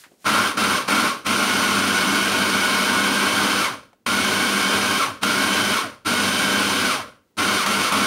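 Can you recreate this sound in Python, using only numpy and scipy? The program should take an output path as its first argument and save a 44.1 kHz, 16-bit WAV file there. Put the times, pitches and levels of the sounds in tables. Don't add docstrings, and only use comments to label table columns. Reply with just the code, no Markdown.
import sys
import numpy as np
from scipy import signal
from scipy.fft import rfft, irfft, next_fast_len
from scipy.io import wavfile
from scipy.ndimage import uniform_filter1d

SR = 44100
rng = np.random.default_rng(int(sys.argv[2]) if len(sys.argv) > 2 else 0)


def dump_mix(stems):
    frames = np.atleast_2d(stems).T
    limited = np.clip(frames, -1, 1)
    pcm = np.round(limited * 32767).astype(np.int16)
    wavfile.write(sys.argv[1], SR, pcm)


def gain_from_db(level_db):
    decades = np.asarray(level_db, float) / 20
    return 10 ** decades


N = 355534
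T = np.arange(N) / SR
HZ = np.fft.rfftfreq(next_fast_len(N // 2 + 1, True) * 2, 1 / SR)

# pitch_hz, level_db (per Hz)
FLOOR_COLOUR = [(18, -53), (30, -24), (103, 3), (149, -6), (194, 6.5), (473, -0.5), (649, -8),
                (1250, -14.5), (13000, -24.5), (16000, -21)]
# pitch_hz, t60_s
KITCHEN_DECAY = [(200, 0.2), (1000, 0.3), (4000, 0.15), (12000, 0.26)]
# middle_s, half_length_s, level_db
HAND_SLIDES = [
    (0.001, .045, -49.5),
    (0.103, 0.12, -65),
    (0.244, 0.039, -56),
]
# start_s, peak_db, pitch_hz, t60_s
HAND_KNOCKS = [
    (.0372, -30, 1700, .14),
    (.064, -38, 250, .06),
    (.114, -39, 300, .12),
    (.139, -40, 250, .05),
    (3.930, -35, 600, .05),
    (3.930, -50, 3000, .03),
]
# on_s, off_s, early_shaft_hz, late_shaft_hz, snagging (0-1)
PRESSES = [
    (0.242, 0.469, 224.9, 232.7, 0.94),
    (0.564, 0.752, 230.3, 247.1, 0.66),
    (0.87, 1.074, 225.8, 235.8, 0.76),
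    (1.245, 3.61, 240.6, 249.2, 0.38),
    (4.059, 4.981, 245.1, 250.3, .25),
    (5.211, 5.735, 245.7, 248, 0.2),
    (6.046, 6.881, 247.4, 250.4, 0.11),
    (7.367, 7.574, 244.7, 248.3, .2),
    (7.655, 7.828, 245.2, 248.3, 0.1),
    (7.915, 8.2, 248.6, 246.7, 0.6),
]
# start_s, peak_db, pitch_hz, t60_s
GEAR_CLUNKS = [(0.2653, -20, 1340, 0.05), (0.575, -24, 1370, 0.045), (0.8836, -13, 1020, 0.05),
               (1.2664, -8.5, 1333, 0.037), (4.0647, -42, 1355, 0.048), (5.2328, -3, 1370, 0.041),
               (6.0536, -33, 1690, 0.062), (6.0644, -18, 1093, 0.05), (7.3854, -34, 1109, 0.057),
               (7.662, -6, 1137, 0.05), (7.9222, -6, 1110, 0.05)]
# running_db, snag_db (added by snagging), run_on_s, fall_db_per_s
LAYERS = [
    (-25, -0.5, 0.058, 178),
    (-25.5, 3, 0.11, 168),
    (-28, 0, 0.0054, 129),
    (-33, 1, 0.052, 185),
    (-29, -1.2, 0.01, 150.5),
]
# pitch_hz, width_hz, level_db
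CASING = [(101, 20, 6), (265, 40, 7), (305, 20, 5), (367, 25, 4), (494, 25, 3), (611, 30, 6), (1040, 30, 5),
          (1095, 30, 8), (1290, 40, 3), (1372, 35, 7), (1460, 50, 3), (1586, 22, 8), (2232, 22, 7),
          (3080, 24, 8), (3155, 45, 5), (3770, 50, 3), (4430, 100, 3), (5030, 60, 2), (6020, 80, 5),
          (8880, 120, 4), (9200, 200, 4), (10500, 120, 3)]
# pitch_hz, level_db (per Hz)
GRIND_COLOUR = [(18, -53.5), (30, -54.5), (90, -24.5), (153, -21.5), (194, -13), (526, -10), (616, -11.5),
                (684, -12), (1460, -10.5), (1810, -17.5), (2230, -11), (6050, -16), (7870, -18), (8980, -9),
                (16000, -15.5)]
# ripple_multiple, level_db
HUM_LINES = [(1, -15.5), (2, -2.5), (3, -14)]
# shaft_multiple, ripple_multiple (added), driven_db, coasting_db
SHAFT_ORDERS = [(1, 0, -13, -19), (1.5, 0, -21, -24), (2, 0, -23, -23), (2.5, 0, -23, -19),
                (3, 0, -22, -18), (6, -1, -18, -60), (6, 0, -7.5, -7), (6, 1, -11, -60), (9, 0, -13, -24),
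                (12, 0, -23, -15), (12, 1, -16, -60), (18, 0, -26, -26), (24, 1, -25, -60),
                (36, -1, -27, -60)]

RIPPLE_HZ = 100
TURNS_PER_BLADE_TURN = 13.8


def evened(x):
    return x / np.sqrt(np.mean(x ** 2) + 1e-20)


def read(points, hz):
    f, value = np.transpose(points)
    return np.interp(np.log(hz + 1), np.log(f + 1), value)


def drift(hz, size=16):
    r = np.exp(-2 * np.pi * hz * size / SR)
    noise = rng.standard_normal(N // size + SR // size)
    slow = signal.lfilter([1], [1, -2 * r, r * r], noise)[SR // size - 1:]
    return np.interp(np.arange(N) / size, np.arange(len(slow)), evened(slow))


def band(lo_hz, hi_hz):
    return np.sqrt(1 / (1 + (lo_hz / (HZ + 1)) ** 8) / (1 + (HZ / hi_hz) ** 8))


def shaped(x, gain):
    return irfft(rfft(x, 2 * len(HZ) - 2) * gain)[:N]


def resonate(x, hz, width_hz):
    turn = np.exp(2j * np.pi * np.cumsum(hz) / SR)
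    r = np.exp(-np.pi * width_hz / SR)
    return 2 * (turn * signal.lfilter([(1 - r) ** 2], [1, -2 * r, r * r], x / turn)).real


def knocks(rows, sharpness, trim_db):
    t = T[:SR // 4]
    out = np.zeros(N + SR)
    for (start, db, hz, t60), puff in zip(rows, rng.standard_normal((len(rows), len(t)))):
        ring = signal.lfilter(*signal.iirpeak(hz, sharpness, SR), puff)
        out[round(start * SR):][:len(t)] += gain_from_db(db + trim_db - 60 * t / t60) * evened(ring)
    return out[:N]


def room_floor():
    tone = evened(shaped(rng.standard_normal(N), gain_from_db(read(FLOOR_COLOUR, HZ))))
    return tone * gain_from_db(-65.5 + 1.1 * drift(6.))


def kitchen(x):
    taps = np.zeros(SR // 2)
    at = np.arange(200, len(taps) - 20, 20)
    taps[at + rng.integers(0, 20, len(at))] = rng.choice([-1., 1.], len(at))
    hz, t, z = signal.stft(taps, SR, nperseg=256)
    decay = gain_from_db(-60 * t / read(KITCHEN_DECAY, hz)[:, None])
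    tail = signal.istft(z * decay, SR, nperseg=256)[1]
    return signal.fftconvolve(x, tail / np.linalg.norm(tail))[:N]


def handling():
    swell = sum(gain_from_db(db) * np.exp(-((T - s) / half) ** 2) for s, half, db in HAND_SLIDES)
    bumps = knocks(HAND_KNOCKS, 1.8, -12.5)
    hiss = swell * evened(shaped(rng.standard_normal(N), band(1200, 12000)))
    rub = evened(shaped(rng.standard_normal(N), band(130, 700)))
    return bumps + hiss + gain_from_db(-67) * (T < PRESSES[0][1]) * rub


def levels():
    switch_s, slack_db = 0.0022, -20.5
    knee_s, drag = 0.011, 1.52
    db = np.full((len(LAYERS), N), -120.)
    running_db, snag_db, run_on, fall = np.transpose(LAYERS)[:, :, None]
    for on, off, _, _, snag in PRESSES:
        bite = max(s for s, *_ in GEAR_CLUNKS if s < on + .03)
        span = slice(round(on * SR), round((off + .6) * SR))
        t = T[span]
        closed = on + min(switch_s, (bite - on) / 2)
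        rise = np.interp(t, [on, closed, bite], [-60, slack_db, 0])
        late = t - off - run_on * max(1 - drag * snag ** 2, 0)
        drop = fall * knee_s * np.logaddexp(0, late / knee_s)
        db[:, span] = np.maximum(db[:, span], running_db + snag_db * snag + rise - drop)
    return gain_from_db(db)


def shaft():
    spin_up_s, coast_s = .055, .155
    hz, current, snag = np.full(N, 150.), np.zeros(N), np.zeros(N)
    for (on, off, early, late, rough), (_, last_off, *_) in zip(PRESSES, PRESSES[-1:] + PRESSES):
        start = .72 if 0 < on - last_off < .09 else .87
        spin = 1 - (1 - start) * np.exp(-np.maximum(T - on, 0) / spin_up_s)
        top = np.interp(T, [on, off], [early, late]) * spin
        hz = np.where(T >= on, top * np.exp(-np.maximum(T - off, 0) / coast_s), hz)
        current = np.where(T >= on, T < off, current)
        snag = np.where(T >= on, rough, snag)
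    snag = snag + 0.755 * (1 - current)
    wander = .02 * drift(10.) + .008 * drift(60.)
    return hz * (1 + snag * wander), uniform_filter1d(current, 400), snag


def casing(hz):
    return np.sqrt(1 + sum((gain_from_db(2 * db) - 1) / (1 + (2 * (hz - f) / w) ** 2) for f, w, db in CASING))


def hum(current, rumble):
    out = np.zeros(N)
    for k, db in HUM_LINES:
        swell = gain_from_db(db + 3.3 * drift(25.0))
        out += swell * np.cos(2 * np.pi * (k * RIPPLE_HZ * T + 0.063 * drift(17.0)))
    return current * rumble * out


def gear_clunks():
    return knocks(GEAR_CLUNKS, 0.56, -11.5)


def mesh(hz, gearbox, grind):
    noise, body = rng.standard_normal(N), casing(HZ)
    floored_hz = np.maximum(hz, 90)
    low = shaped(evened(resonate(noise, 6 * floored_hz, 140)), body)
    high = shaped(evened(resonate(noise, 12 * floored_hz, 330)), body)
    return gearbox * gain_from_db(-12.0) * low + grind * gain_from_db(-14.5) * high


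def whine(hz, current, gearbox, grind):
    freed_db = 5.5
    turns, out = np.cumsum(hz) / SR, np.zeros(N)
    for k, m, driven_db, coasting_db in SHAFT_ORDERS:
        line_hz = k * hz + m * RIPPLE_HZ
        level = current * gain_from_db(driven_db) + (1 - current) * gain_from_db(coasting_db + freed_db * (k > 5))
        if k > 5:
            level = level / (1 + (max(1040 / k, 150) / hz) ** 28)
        if m:
            level = level * (1 + 0.27 * np.cos(2 * np.pi * turns / TURNS_PER_BLADE_TURN))
        waver = gain_from_db((2 + .7 * (1 - current)) * drift(25.)) * casing(line_hz) ** .7
        tone = np.cos(2 * np.pi * (k * turns + m * RIPPLE_HZ * T + .05 * drift(15.)))
        out += (grind if k > 6 else gearbox) * level * waver * tone
    return out + gain_from_db(-3.0) * kitchen(out)


def grinding(current, snag, grind, gearbox, rumble, air, low_middle):
    chip_size = gain_from_db(3.4 * np.minimum(rng.exponential(1, N), 4))
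    chips = chip_size * (rng.random(N) < 1500 / SR) * rng.choice([-1, 1], N)
    drive = rng.standard_normal(N) + 0.52 * (0.44 + snag) * chips
    drive += gain_from_db(-6) * kitchen(drive)
    drive *= gain_from_db(.5 * current * np.cos(2 * np.pi * RIPPLE_HZ * T) + .6 * drift(40.))
    colour = gain_from_db(read(GRIND_COLOUR, HZ)) * casing(HZ)
    loose = evened(shaped(drive, colour / casing(HZ) ** 0.23 * band(1100, 1500)))
    edges = (20, 140), (140, 330), (330, 900), (900, 1700), (1700, 6000), (6000, 18000)
    thud, bowl, slosh, gears, blades, fan = (evened(shaped(drive, colour * band(*e))) for e in edges)
    body = low_middle * (gain_from_db(-16.0) * thud + gain_from_db(-3.5 - 1.0 * current) * slosh)
    driven = gain_from_db(-6.0 + 5.8 * snag) * current * gears
    coasting = gain_from_db(-6.0) * (1 - current) * loose
    out = body + rumble * gain_from_db(-6.0) * bowl + gearbox * (driven + coasting)
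    return out + grind * gain_from_db(0.35) * blades + air * gain_from_db(-6.0) * fan


def scene():
    grind, gearbox, rumble, air, low_middle = levels()
    hz, current, snag = shaft()
    background = room_floor() + handling()
    motor = hum(current, rumble) + gear_clunks() + mesh(hz, gearbox, grind)
    motor = motor + whine(hz, current, gearbox, grind)
    fruit = grinding(current, snag, grind, gearbox, rumble, air, low_middle)
    return (background + motor + fruit)[None]


def roll_off(x):
    return signal.sosfilt(signal.butter(12, 16440, fs=SR, output="sos"), x)


def record(dry):
    ceiling, edge_hz = .6, 15780
    soft = ceiling * np.tanh(dry / ceiling)
    low_pass = signal.firwin(1023, edge_hz, window=("kaiser", 10), fs=SR)
    mix = signal.oaconvolve(soft, low_pass[None], "same")
    return roll_off(mix)


dry = scene()
out = record(dry)
dump_mix(out)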